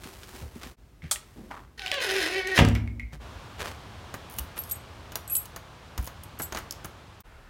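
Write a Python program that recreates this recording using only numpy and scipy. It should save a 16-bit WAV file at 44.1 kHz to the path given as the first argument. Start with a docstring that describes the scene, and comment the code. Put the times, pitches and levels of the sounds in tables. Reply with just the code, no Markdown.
"""A wooden door creaks shut and slams in a small hall: stick-slip pulses through leaf resonances, then cracks
and ringing low modes of door and hall. Before it a leather jacket rubs (friction noise) and a light switch snaps
(noise bursts). Outside a shoe scuffs and a key works the lock of a plastic door (ticks, struck modes) while the
bunch jangles (detuned brass modes). The handle goes down, the latch snaps free and a quiet room's air (shaped
noise) follows."""
import sys
import numpy as np
from scipy import signal
from scipy.fft import rfft, irfft, next_fast_len
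from scipy.io import wavfile

SR = 44100
rng = np.random.default_rng(int(sys.argv[2]) if len(sys.argv) > 2 else 0)


def file_out(sig):
    """Save sig as 16-bit WAV at sys.argv[1]."""
    # one column per channel
    cols = np.atleast_2d(sig).T
    # limit, then scale
    lim = np.clip(cols, -1, 1)
    pcm = np.round(lim * 32767).astype(np.int16)
    wavfile.write(sys.argv[1], SR, pcm)


N = 330309
TIME = np.arange(N) / SR
CUTOFF_HZ = 15900


def from_db(db):
    """Decibels to gain."""
    return np.exp(np.asarray(db) * (np.log(10) / 20))


def rms_one(x):
    """Scale to unit power."""
    return x / np.sqrt(np.mean(x ** 2) + 1e-20)


def in_time(rows):
    """Each column of a curve at every sample."""
    s, *columns = np.transpose(rows)
    return [np.interp(TIME, s, column) for column in columns]


def at_hz(points, hz):
    """Read a table on a log-frequency axis."""
    f, value = np.transpose(points)
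    return np.interp(np.log(np.maximum(hz, 1)), np.log(f), value)


def colour(x, spectrum):
    """Give a signal a spectrum; rms 1."""
    size = next_fast_len(len(x))
    hz = np.arange(size // 2 + 1) * SR / size
    shaped = rfft(x, size) * from_db(at_hz(spectrum, hz))
    return rms_one(irfft(shaped, size)[:len(x)])


def hump(hz, octaves):
    """Spectrum of one broad resonance, with extra loss from an octave above it."""
    f = np.geomspace(20, SR / 2, 60)
    offset = np.log2(f / hz)
    return np.c_[f, -14 * np.log10(1 + (offset / octaves) ** 2) - 5 * np.maximum(offset - 1, 0)]


def dying(t60, size=SR // 2):
    """Exponential decay from 1."""
    return from_db(-60 * TIME[:size] / max(t60, .002))


def gate(start, end, fade):
    """Open between two times, with soft edges."""
    return np.clip((TIME - start) / fade, 0, 1) * np.clip((end - TIME) / fade, 0, 1)


def add(out, s, sound):
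    """Mix a sound in at a time."""
    i = max(round(s * SR), 0)
    out[i:i + len(sound)] += sound[:max(N - i, 0)]


def burst(spectrum, t60, size=SR // 4):
    """A blow on a body with many close modes: decaying coloured noise."""
    return colour(rng.standard_normal(size), spectrum) * dying(t60, size)


def banded_burst(spectrum, decay, size=SR // 2):
    """Like burst, but every octave dies at its own rate."""
    bins = rfft(colour(rng.standard_normal(size), spectrum))
    octave = np.log2(np.clip(np.arange(len(bins)) * SR / size, 64, 16384))
    out = np.zeros(size)
    for k in range(6, 15):
        band = irfft(bins * np.maximum(1 - abs(octave - k), 0), size)
        out += band * dying(at_hz(decay, 2 ** k), size)
    return out


def ring(clicks, hz, t60):
    """A unit click sets a two-pole resonator ringing as a sine of height 1."""
    r, w = from_db(-60 / (t60 * SR)), 2 * np.pi * hz / SR
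    return signal.lfilter([0, np.sin(w)], [1, -2 * r * np.cos(w), r * r], clicks + 1e-18)


def friction(per_s, spread_db, size=N):
    """Tiny catches of uneven size between two rubbing surfaces."""
    sizes = from_db(spread_db * np.minimum(rng.exponential(1, size), 4))
    return rng.standard_normal(size) * sizes * (rng.random(size) < per_s / SR)


def slow_chance(rate_hz):
    """Random wander of spread 1, drawn at every 16th sample."""
    coarse = colour(rng.standard_normal(N // 16 + 2), [(16 * rate_hz, 0), (160 * rate_hz, -60)])
    return np.interp(np.arange(N) / 16, np.arange(len(coarse)), coarse)


def tick(spectrum, t60, size=SR // 8):
    """Metal on metal: a hard first contact, then ever smaller bounces."""
    bounces = friction(per_s=5000, spread_db=3.5, size=size) * dying(t60, size)
    bounces[1] += 2.2
    bounces *= np.sqrt(np.sum(dying(t60, size) ** 2) / np.sum(bounces ** 2))
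    padded = np.r_[bounces, np.zeros(size)]
    return colour(padded, spectrum)[:size] * np.std(padded)


METAL_SPREAD_DB, METAL_DAMPING_SPREAD, METAL_ATTACK_S = 4, .3, .0005


def metal(hz, db, t60, size=SR // 4):
    """Struck modes, each with a strength and a damping of its own at every blow."""
    strength = from_db(db + rng.normal(0, METAL_SPREAD_DB, len(hz))) * rng.choice([-1, 1], len(hz))
    damped_t60 = t60 * rng.lognormal(0, METAL_DAMPING_SPREAD, len(hz))
    tails = np.array([dying(d, size) for d in damped_t60])
    modes = tails * np.sin(2 * np.pi * hz[:, None] * TIME[:size])
    build_up = 1 - np.exp(-TIME[:size] / METAL_ATTACK_S)
    return build_up * (strength @ modes)


# parts in turn, hall, hall, yard, workshop: (start [s], end [s], background level [dB])
PARTS = [(-.02, 0.76, -49), (.765, 3.6, -52), (3.194, 7.226, -39.5), (7.235, 8.5, -49.5)]
# air of each place: (frequency [Hz], density [dB per Hz])
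HALL_AIR = [(26, -55), (45, 8), (200, -11), (552, -21), (12000, -42)]
YARD_AIR = [(22, -18.5), (80, 0), (180, -13), (320, -17), (1160, -16.5), (1940, -24), (3340, -25.5),
            (16000, -49.5)]
WORKSHOP_AIR = [(18, -26), (30, 4), (220, -19.5), (1460, -20.5), (6900, -40.5), (16000, -48)]
# wind and far traffic in the yard: (time [s], level [dB])
YARD_SWELL = [(4.3, -4.5), (5.8, -7.5), (6.8, -6.5), (7.2, -10)]


def backgrounds():
    """Steady air as coloured noise, faded in and out with each part; the yard's level swells."""
    swells = (1, 1, from_db(in_time(YARD_SWELL)[0]), 1)
    spectra = (HALL_AIR, HALL_AIR, YARD_AIR, WORKSHOP_AIR)
    out = np.zeros(N)
    for (start, end, db), swell, air in zip(PARTS, swells, spectra):
        out += from_db(db) * swell * gate(start, end, 0.024) * colour(rng.standard_normal(N), air)
    return out


# leather rubbing: (time [s], level [dB])
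JACKET_RUB = [(0, -52), (.09, -47), (.2, -54), (.38, -48), (.52, -55.5), (.72, -52)]
# leather colour, also the sleeve's: (frequency [Hz], density [dB per Hz])
LEATHER = [(120, -34), (200, -21), (387, 2.5), (448, -10), (916, -7.5), (16000, -22.5)]
# buckling folds: (time [s], level [dB])
CRINKLES = [(.036, -43), (.232, -45), (.632, -40.5), (.665, -47)]
CRINKLE_T60_S = .1


def jacket():
    """Leather slides through the hand in fits and starts, and its folds buckle with short crinkles."""
    grip = from_db(2.0 * slow_chance(rate_hz=15))
    level = from_db(in_time(JACKET_RUB)[0]) * grip * gate(-0.024, 0.747, 0.032)
    out = level * colour(friction(per_s=5000, spread_db=2.5), LEATHER)
    for s, db in CRINKLES:
        folds = colour(friction(per_s=1700, spread_db=1.5, size=SR // 4), hump(hz=1840, octaves=1.8))
        add(out, s, from_db(db) * folds * dying(CRINKLE_T60_S, len(folds)))
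    return out


# dull bumps of hands and feet: (time [s], level [dB], frequency [Hz])
BUMPS = [(.055, -33.5, 253), (.341, -36.5, 246), (.415, -28, 76), (.559, -30.5, 236), (0.661, -35, 242),
         (1.031, -31.5, 74), (1.04, -31.5, 157.5), (3.131, -28, 141), (4.388, -29.5, 65.6),
         (5.986, -23.5, 62)]
BUMP_CYCLES = 15   # swings per 60 dB of decay


def bumps():
    """A soft push swings a panel for a few cycles: a decaying sine plus narrow noise."""
    out, t = np.zeros(N), TIME[:SR // 2]
    for s, db, hz in BUMPS:
        t60 = BUMP_CYCLES / hz
        swing = np.sin(2 * np.pi * hz * t) * dying(t60)
        swing += 0.49 * burst(hump(hz, octaves=0.53), t60, size=len(t))
        add(out, s, from_db(db) * swing * (1 - np.exp(-t / 0.0029)))
    return out


def rub(t60, rise_share, hz, octaves, size=SR // 2):
    """Friction that swells and dies away; returns the time to its peak and the sound."""
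    rise = rise_share * t60
    swell = np.linspace(0, 1, max(int(rise * SR), 2)) ** 0.61
    shape = np.r_[swell, dying(t60)][:size]
    return rise, shape * colour(friction(per_s=3000, spread_db=3.0, size=size), hump(hz, octaves))


# broad scrapes of sleeves, shoes and metal: (peak time [s], fall t60 [s], level [dB])
SCRAPES = [(.635, 0.16, -44.5), (3.142, .11, -43.5), (3.612, 0.17, -33), (3.675, .25, -34.5),
           (4.58, 0.097, -39), (6.577, 0.24, -40)]
SCRAPE_RISE_SHARE, SCRAPE_HZ, SCRAPE_OCTAVES = .18, 890, 2.8   # rise as a share of the fall
# rubs on one resonance of wall or floor: (peak time [s], fall t60 [s], level [dB], centre [Hz])
SCUFFS = [(0.429, 0.29, -47, 445), (1.04, 0.46, -50, 2040), (1.389, .8, -43, 230),
          (1.52, 0.34, -36.5, 1030), (3.62, .3, -42, 470)]
SCUFF_RISE_SHARE, SCUFF_OCTAVES = .045, 0.38


def scuffs():
    """Broad scrapes share one colour; narrow rubs each sound their own resonance."""
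    out = np.zeros(N)
    for s, t60, db in SCRAPES:
        rise, sound = rub(t60, SCRAPE_RISE_SHARE, SCRAPE_HZ, SCRAPE_OCTAVES)
        add(out, s - rise, from_db(db) * sound)
    for s, t60, db, hz in SCUFFS:
        rise, sound = rub(t60, SCUFF_RISE_SHARE, hz, SCUFF_OCTAVES)
        add(out, s - rise, from_db(db) * sound)
    return out


SLEEVE_START_S, SLEEVE_END_S, SLEEVE_DB = 1.0, 1.68, -60


def sleeve():
    """A sleeve rustles faintly, as dense friction, as the arm reaches for the switch and the door."""
    rustle = colour(friction(per_s=9000, spread_db=1), LEATHER)
    return from_db(SLEEVE_DB) * gate(SLEEVE_START_S, SLEEVE_END_S, .1) * rustle


# woodwork ticks: (time [s], level [dB])
WOOD_TICKS = [(1.021, -47), (2.758, -36), (2.876, -42), (2.997, -33.5)]
WOOD_TICK_HZ, WOOD_TICK_T60_S = 2170, .08


def wood_ticks():
    """The woodwork gives with short knocks that ring on one note."""
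    out, t = np.zeros(N), TIME[:SR // 4]
    note = np.sin(2 * np.pi * WOOD_TICK_HZ * t) * dying(WOOD_TICK_T60_S, len(t))
    for s, db in WOOD_TICKS:
        knock = burst(hump(WOOD_TICK_HZ, octaves=0.07), WOOD_TICK_T60_S / 2)
        add(out, s, from_db(db) * (note + knock))
    return out


# rocker snaps: (time [s], level [dB])
SWITCH_SNAPS = [(1.1119, -20.5), (1.1149, -23.5)]
# colour: (frequency [Hz], density [dB per Hz])
SWITCH_COLOUR = [(250, -45), (645, -1.5), (1300, -4.5), (2880, -14), (3290, -4.5), (4910, -9), (8500, -1),
                 (16000, -19.5)]
# decay: (frequency [Hz], t60 [s])
SWITCH_DECAY = [(500, 0.03), (15000, 0.13)]
SWITCH_CLACK_S, SWITCH_CLACK_DB = 1.159, -30   # the finger lets the rocker go


def light_switch():
    """The rocker snaps over, its contact lands, and it clacks once more on release."""
    out = np.zeros(N)
    for s, db in SWITCH_SNAPS:
        add(out, s, from_db(db) * banded_burst(SWITCH_COLOUR, SWITCH_DECAY))
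    clack = burst(hump(hz=2300, octaves=0.37), t60=0.026)
    add(out, SWITCH_CLACK_S, from_db(SWITCH_CLACK_DB) * clack)
    return out


# resonances of the wooden leaf: (frequency [Hz], lift [dB])
LEAF = [(1510, 7.5), (1620, 7), (1815, 9), (1935, 5)]
LEAF_WIDTH_HZ = 55


def wood(x):
    """The door leaf lifts the partials that pass through its resonances."""
    out = x.copy()
    for hz, db in LEAF:
        out += (from_db(db) - 1) * signal.lfilter(*signal.iirpeak(hz, hz / LEAF_WIDTH_HZ, fs=SR), x)
    return out


# hinge motion: (time [s], mean slip rate [1/s], level [dB], roughness [0-1])
CREAK = [(1.775, 880, -47, .55), (1.855, 710, -37.5, .3), (1.885, 780, -40, .35), (1.91, 748, -41, 0.43),
         (1.925, 577, -28, .15), (1.96, 562, -28.5, .08), (1.995, 516, -29.5, .05),
         (2.025, 490, -29.5, .55), (2.08, 375, -30, .5), (2.17, 393, -27.5, .45), (2.245, 305, -28.5, .65),
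         (2.319, 368, -33, .4), (2.37, 390, -26.5, .17), (2.44, 365, -35, .1), (2.49, 385, -30.5, .18),
         (2.54, 367, -31, .2), (2.57, 330, -26.5, .9)]
WALL_ECHO_S, WALL_ECHO_LOW_HZ = .008, 1200   # longest echo at the start of the creak; low edge of the echoes
SWING_S_PER_S = 0.001995   # largest change of an echo's delay per second


def swinging(x):
    """Near-wall reflections change length as the leaf swings, so upper partials flare and fade in turn."""
    upper = signal.sosfilt(signal.butter(2, WALL_ECHO_LOW_HZ, "high", fs=SR, output="sos"), x)
    paths = rng.uniform([0, -1], [WALL_ECHO_S, 1], (4, 2))
    swing_s = TIME - CREAK[0][0]
    echoes = [np.interp(TIME - lag - drift * SWING_S_PER_S * swing_s, TIME, upper) for lag, drift in paths]
    return x + sum(echoes) / np.sqrt(len(echoes))


# clean and rough colours: (frequency [Hz], density [dB per Hz])
CREAK_BODY = [(200, 0), (380, 11), (560, 0), (760, 0.5), (1150, -9.5), (1550, -6.5), (1880, 3),
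              (2350, -0.5), (3500, -6.5), (5200, -15), (14000, -60)]
CREAK_RASP = [(200, -24.5), (380, -8.5), (775, -13), (1260, -14.5), (1850, -4), (2200, -6.5), (3650, -6),
              (8120, -20.5), (11400, -21.5), (16000, -33)]
LEAF_T60_S, LIMP_SHARE = 0.046, .35   # a rough hinge alternates strong and weak slips


def creak():
    """Stick-slip: one pulse a slip; uneven grip scatters slips in time and size and adds a crackle to each."""
    per_s, db, rough = in_time(CREAK)
    rough = np.clip(rough, 0, 1)
    waver = .012 * slow_chance(rate_hz=35) + .06 * rough * slow_chance(rate_hz=110)
    cycles = np.cumsum(per_s * (1 + waver)) / SR
    grip = from_db((1.2 + 1.5 * rough) * slow_chance(rate_hz=148))
    limp = 1 + LIMP_SHARE * np.sqrt(rough) * slow_chance(rate_hz=20) * np.cos(np.pi * cycles)
    slips = np.diff(cycles % 1, prepend=0) * grip * limp
    grit = friction(per_s=6000, spread_db=3.0) * np.exp(-3.0 * (cycles % 1)) * grip
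    scatter = signal.fftconvolve(grit, rng.standard_normal(SR // 8) * dying(LEAF_T60_S, SR // 8))[:N]
    grit = rms_one(grit) + rms_one(scatter)   # the panels smear each crackle
    sounding = gate(CREAK[0][0], CREAK[-1][0] + 0.016, 0.0066)
    clean = colour(wood(swinging(slips)) * sounding, CREAK_BODY)
    rasp = colour(wood(grit) * sounding, CREAK_RASP)
    mix = np.sqrt(1 - rough) * clean + rough * rasp * from_db(3.5)
    return from_db(db) * np.std(sounding) * mix   # std offsets the silence counted by colour's rms


# lone hard slips of the hinge: (time [s], level [dB])
HINGE_SLIPS = [(1.7947, -28), (1.8192, -30), (1.8618, -22), (1.8705, -26.5), (1.879, -27.5), (1.916, -18.5),
               (1.9414, -19.5), (2.004, -24)]
SLIP_EDGE_DB = -25   # bright edge relative to its slip
# the latch rattles home: (time [s], level [dB])
LATCH_CLICKS = [(2.473, -28), (2.65, -24.5), (2.687, -30), (2.751, -31.5)]


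def door_ticks():
    """Lone slips of the hinge and bright clicks of the latch, as short noise bursts."""
    out = np.zeros(N)
    for s, db in HINGE_SLIPS:
        add(out, s, from_db(db) * burst(hump(hz=2740, octaves=0.31), t60=0.014))
        add(out, s, from_db(db + SLIP_EDGE_DB) * burst(hump(hz=7900, octaves=1.8), t60=.012))
    for s, db in LATCH_CLICKS:
        add(out, s, from_db(db) * burst(hump(hz=4210, octaves=1.3), t60=0.0093))
    return out


# door meets latch, then frame: (time [s], crack level [dB], thud level [dB])
SLAM = [(2.577, -15, -22.5), (2.589, -12.5, -11.5)]
# bounces in the frame: (time [s], thud level [dB])
BOUNCES = [(2.609, -7.5), (2.6219, -6.5), (2.647, -13.5), (2.677, -17), (2.752, -28)]
BOUNCE_CRACK_DB = -33
# crack colour: (frequency [Hz], density [dB per Hz])
CRACK = [(120, -13), (200, -10.5), (1050, -12), (1870, -7), (2800, -10.5), (15000, -43)]
# crack decay: (frequency [Hz], t60 [s])
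CRACK_DECAY = [(250, 0.12), (2000, 0.083), (12000, 0.085)]
# low modes of door and hall, set ringing by the slam: (frequency [Hz], level [dB], t60 [s])
SLAM_MODES = [(56.6, -23, 2.0), (69.8, -12, 0.71), (104, -10, 0.73), (162.8, -27, 0.72), (235, -22.5, 0.81),
              (269, -26, 0.42), (358, -21, 0.22), (455, -17, 0.19), (561, -17, 0.16)]
MODE_WANDER_DB, MODE_WANDER_HZ = 2.5, 12   # slow random wander of each mode's level: the boom dies unevenly
# rumble of frame and wall: (frequency [Hz], density [dB per Hz])
FRAME = [(35, -25), (80, 7.5), (140, -6.5), (270, -0.5), (450, -20), (900, -26.5), (3000, -52)]
FRAME_DB, FRAME_T60_S = -23, 0.92


def slam():
    """Wood cracks; each bounce pushes air and rings low modes of door and hall anew; returns cracks and thud."""
    cracks, blows, rumble = np.zeros(N), np.zeros(N), np.zeros(N)
    bounces = [(s, BOUNCE_CRACK_DB, db) for s, db in BOUNCES]
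    for s, crack_db, thud_db in [*SLAM, *bounces]:
        add(cracks, s, from_db(crack_db) * banded_burst(CRACK, CRACK_DECAY))
        add(blows, s, from_db([thud_db]))
        add(rumble, s, from_db(thud_db + FRAME_DB) * burst(FRAME, FRAME_T60_S, size=SR))
    boom = np.zeros(N)
    for hz, db, t60 in SLAM_MODES:
        struck = blows * from_db(db + rng.normal(0, 1.6, N))   # each blow favours other modes
        boom += ring(struck, hz, t60) * from_db(MODE_WANDER_DB * slow_chance(MODE_WANDER_HZ))
    contact = np.hanning(int(0.0015 * SR))
    boom = signal.fftconvolve(boom, contact / contact.sum())[:N]
    push = signal.fftconvolve(blows, np.hanning(int(0.0045 * SR)))[:N]
    # the push of air keeps only its bass above about 70 Hz
    push = signal.sosfilt(signal.butter(2, 70, "high", fs=SR, output="sos"), push)
    return cracks, rumble - from_db(-1.0) * boom - from_db(3.5) * push


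# contacts of key and bolt: (time [s], level [dB], hardness [dB]); hard favours pins, soft the panel
LOCK = [(4.141, -36, -3), (4.386, -29, 8.5), (5.12, -41.5, 0.5), (5.156, -26.5, 5), (5.456, -42.5, 6.5),
        (5.562, -35.5, 0.5), (5.978, -32.5, 0), (6.044, -48.5, 12), (6.066, -44, 8), (6.074, -35.5, 2.5),
        (6.398, -40, -11.5), (6.587, -39, 4), (6.846, -36, -1.5)]
# key slides in and out over the pins: (start [s], end [s], level [dB])
KEY_SLIDES = [(4.298, 4.384, -42), (6, 6.07, -44)]
PIN_GAP_S, PIN_SPREAD_DB, PIN_CYLINDER_DB = .012, 3.5, -12.5   # one tick per tooth; faint cylinder answer
# the handle drags the bolts back in three even knocks
HANDLE_S, HANDLE_STEP_S = 6.523, .0245
HANDLE_PANEL_DB, HANDLE_CYLINDER_DB, HANDLE_PIN_DB = -31, -32, -43


def lock_contacts():
    """Key, bolt and handle contacts as rows of (time [s], panel [dB], cylinder [dB], pin [dB])."""
    rows = [(s, db - hard_db, db, db + hard_db) for s, db, hard_db in LOCK]
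    for start, end, slide_db in KEY_SLIDES:
        for s in np.arange(start, end, PIN_GAP_S):
            db = slide_db + rng.normal(0, PIN_SPREAD_DB)
            rows.append((s + PIN_GAP_S * rng.uniform(-.5, .5), -np.inf, db + PIN_CYLINDER_DB, db))
    for k in range(3):
        rows.append((HANDLE_S + k * HANDLE_STEP_S, HANDLE_PANEL_DB, HANDLE_CYLINDER_DB, HANDLE_PIN_DB))
    return rows


# colours of door panel, lock cylinder and pins: (frequency [Hz], density [dB per Hz])
PANEL = [(120, 9.5), (500, -1), (1000, 4), (1700, 1), (2800, -11), (5000, -18.5)]
CYLINDER = [(1500, -25.5), (3000, 4.5), (7000, 7.5), (10000, -40)]
PINS = [(5000, -31), (9000, 2), (16000, 3.5)]
# steel plate of the lock: (frequency [Hz], level [dB])
PLATE_MODES = [(2930, -7), (5766, -13), (6525, -10)]
PLATE_T60_S = .04   # typical; varies per blow


def lock():
    """Each contact ticks in the pins, rings in the cylinder and steel plate, and knocks on the hollow door."""
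    out = np.zeros(N)
    hz, mode_db = np.transpose(PLATE_MODES)
    for s, panel_db, cylinder_db, pin_db in lock_contacts():
        add(out, s, from_db(panel_db) * burst(PANEL, t60=0.1))
        add(out, s, from_db(cylinder_db - 2) * tick(CYLINDER, t60=0.028))
        add(out, s, from_db(pin_db) * tick(PINS, t60=0.023))
        add(out, s, metal(hz, cylinder_db + mode_db, PLATE_T60_S))
    return out


DRAG_S, DRAG_DB = 0.032, -15


def lock_drag():
    """Metal grates on metal just before and after each contact: sparse friction in the pins' colour."""
    motion = np.zeros(N)
    for s, _, _, pin_db in lock_contacts():
        add(motion, s - DRAG_S / 4, from_db(pin_db) * np.hanning(int(DRAG_S * SR)))
    return from_db(DRAG_DB) * motion * colour(friction(per_s=920, spread_db=7.0), PINS)


# keys knock together: (time [s], ring level [dB], tick level [dB], tilt [dB per octave])
KEY_KNOCKS = [(4.578, -44, -33, 3), (4.589, -32.5, -45, 16), (4.637, -49, -34, 0), (4.697, -34, -36, -3),
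              (4.7115, -26, -27, -5), (4.718, -27.5, -30, -7), (5.277, -34.5, -42, -8),
              (5.298, -30.5, -40.5, -4.5), (5.352, -19, -22, 7), (5.3645, -19.5, -28, -2.5),
              (6.235, -46, -37, 4), (6.389, -35, -44, -10), (6.419, -26.5, -28.5, 1), (7.205, -55, -41, -7)]
# runs of light touches: (start [s], end [s], ring level [dB], tick level [dB], tilt [dB per octave])
KEY_GRAZES = [(4.562, 4.73, -54, -47.5, 3), (5.304, 5.34, -35, -53, 15), (6.397, 6.414, -43, -48, -3),
              (6.422, 6.434, -35, -33, 6)]
TOUCH_GAP_S, TOUCH_SPREAD_DB, TOUCH_TILT_DB_PER_OCTAVE = 0.0058, 3.5, 6


def key_knocks():
    """Clear knocks and light touches as rows of (time [s], ring [dB], tick [dB], tilt [dB per octave])."""
    rows = list(KEY_KNOCKS)
    for start, end, ring_db, tick_db, tilt_db in KEY_GRAZES:
        for s in np.arange(start, end, TOUCH_GAP_S):
            spreads = [TOUCH_GAP_S / 3, TOUCH_SPREAD_DB, TOUCH_TILT_DB_PER_OCTAVE]
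            late, db, lean_db = rng.normal(0, spreads)
            rows.append((s + late, ring_db + db, tick_db + db, tilt_db + lean_db))
    return rows


# brass keys: (frequency [Hz], level [dB], typical t60 [s])
KEY_MODES = [(6950, -16, 0.063), (7730, -15, 0.1), (8300, -14.5, .11), (8335, -14.5, 0.12),
             (10840, -9.5, 0.069), (11640, -7, .05), (11700, -3.5, 0.078)]
KEY_DETUNE_SHARE = .0015   # the fingers detune each knock
# lowest note, when the bunch swings free: (time [s], level [dB])
LOW_PINGS = [(5.298, -45.5), (5.353, -49)]
LOW_PING_HZ, LOW_PING_T60_S = 2540, .16
CLINK_LOW_HZ, CLINK_DB, CLINK_T60_S = 7500, -7, .03   # split ring and key tips


def keys():
    """Every knock ticks and sets the keys ringing, and the split ring clinks at a new pitch each time."""
    out, t = np.zeros(N), TIME[:SR // 4]
    hz, mode_db, t60 = np.transpose(KEY_MODES)
    for s, db in LOW_PINGS:
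        add(out, s, from_db(db) * np.sin(2 * np.pi * LOW_PING_HZ * t) * dying(LOW_PING_T60_S, len(t)))
    for s, ring_db, tick_db, tilt_db in key_knocks():
        pitch = hz * (1 + rng.normal(0, KEY_DETUNE_SHARE, len(hz)))
        tilt = tilt_db * np.log2(hz / hz.mean())
        add(out, s, metal(pitch, ring_db + mode_db + tilt, t60))
        clink_hz = rng.uniform(CLINK_LOW_HZ, CUTOFF_HZ, size=4)
        add(out, s, metal(clink_hz, tick_db + CLINK_DB, CLINK_T60_S))
        contact = tick(PINS, t60=0.013) + from_db(-8.5) * tick(CYLINDER, t60=0.026)
        add(out, s, from_db(tick_db - 2) * contact)
    return out


LATCH_S, LATCH_DB, LATCH_REBOUND_S, LATCH_LOSS_DB = 6.709, -24.5, 0.014, 4.5


def latch():
    """The steel latch of the plastic door snaps free and rebounds once: a narrow burst and a tick each time."""
    out = np.zeros(N)
    for s, db in [(LATCH_S, LATCH_DB), (LATCH_S + LATCH_REBOUND_S, LATCH_DB - LATCH_LOSS_DB)]:
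        snap = burst(hump(hz=5200, octaves=0.2), t60=0.012, size=SR // 8)
        add(out, s, from_db(db) * (snap + from_db(-5.5) * tick(PINS, t60=0.021)))
    return out


def reverberation(x, decay, delay):
    """Diffuse reflections as a decaying noise tail of unit energy, starting after a delay."""
    tail = banded_burst([(100, 5.4), (4000, 2.6), (16000, 5.5)], decay)
    tail *= np.clip(TIME[:SR // 2] / delay - 1, 0, 1)
    return signal.fftconvolve(x, tail / np.sqrt(np.sum(tail ** 2)))[:N]


# hall decay: (frequency [Hz], t60 [s])
HALL_DECAY = [(100, 0.47), (1000, 0.39), (4000, 0.3), (14000, 0.13)]


def scene():
    """The hall rings; outside only the brick porch answers, until the yard part ends."""
    cracks, thud = slam()
    switch = light_switch()
    door = creak() + door_ticks() + wood_ticks() + cracks
    outdoors = lock() + lock_drag() + latch() + keys()
    hall_send = door + from_db(-5) * switch   # the switch is close by, so drier
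    hall = from_db(-7.5) * reverberation(hall_send, HALL_DECAY, delay=0.0044)
    porch = from_db(-13.0) * reverberation(outdoors, [(300, 0.68), (12000, 0.2)], delay=0.0045)
    yard = (outdoors + porch) * gate(*PARTS[2][:2], 0.019)
    handling = jacket() + sleeve() + scuffs() + bumps()
    return (switch + door + thud + hall + yard + handling + backgrounds())[None]


def record(dry):
    """The microphone drops the deepest bass and the top is cut."""
    thin = signal.sosfilt(signal.butter(2, 28, "high", fs=SR, output="sos"), dry)
    return signal.sosfilt(signal.ellip(10, .2, 80, CUTOFF_HZ, fs=SR, output="sos"), thin)


dry = scene()
out = record(dry)
file_out(out)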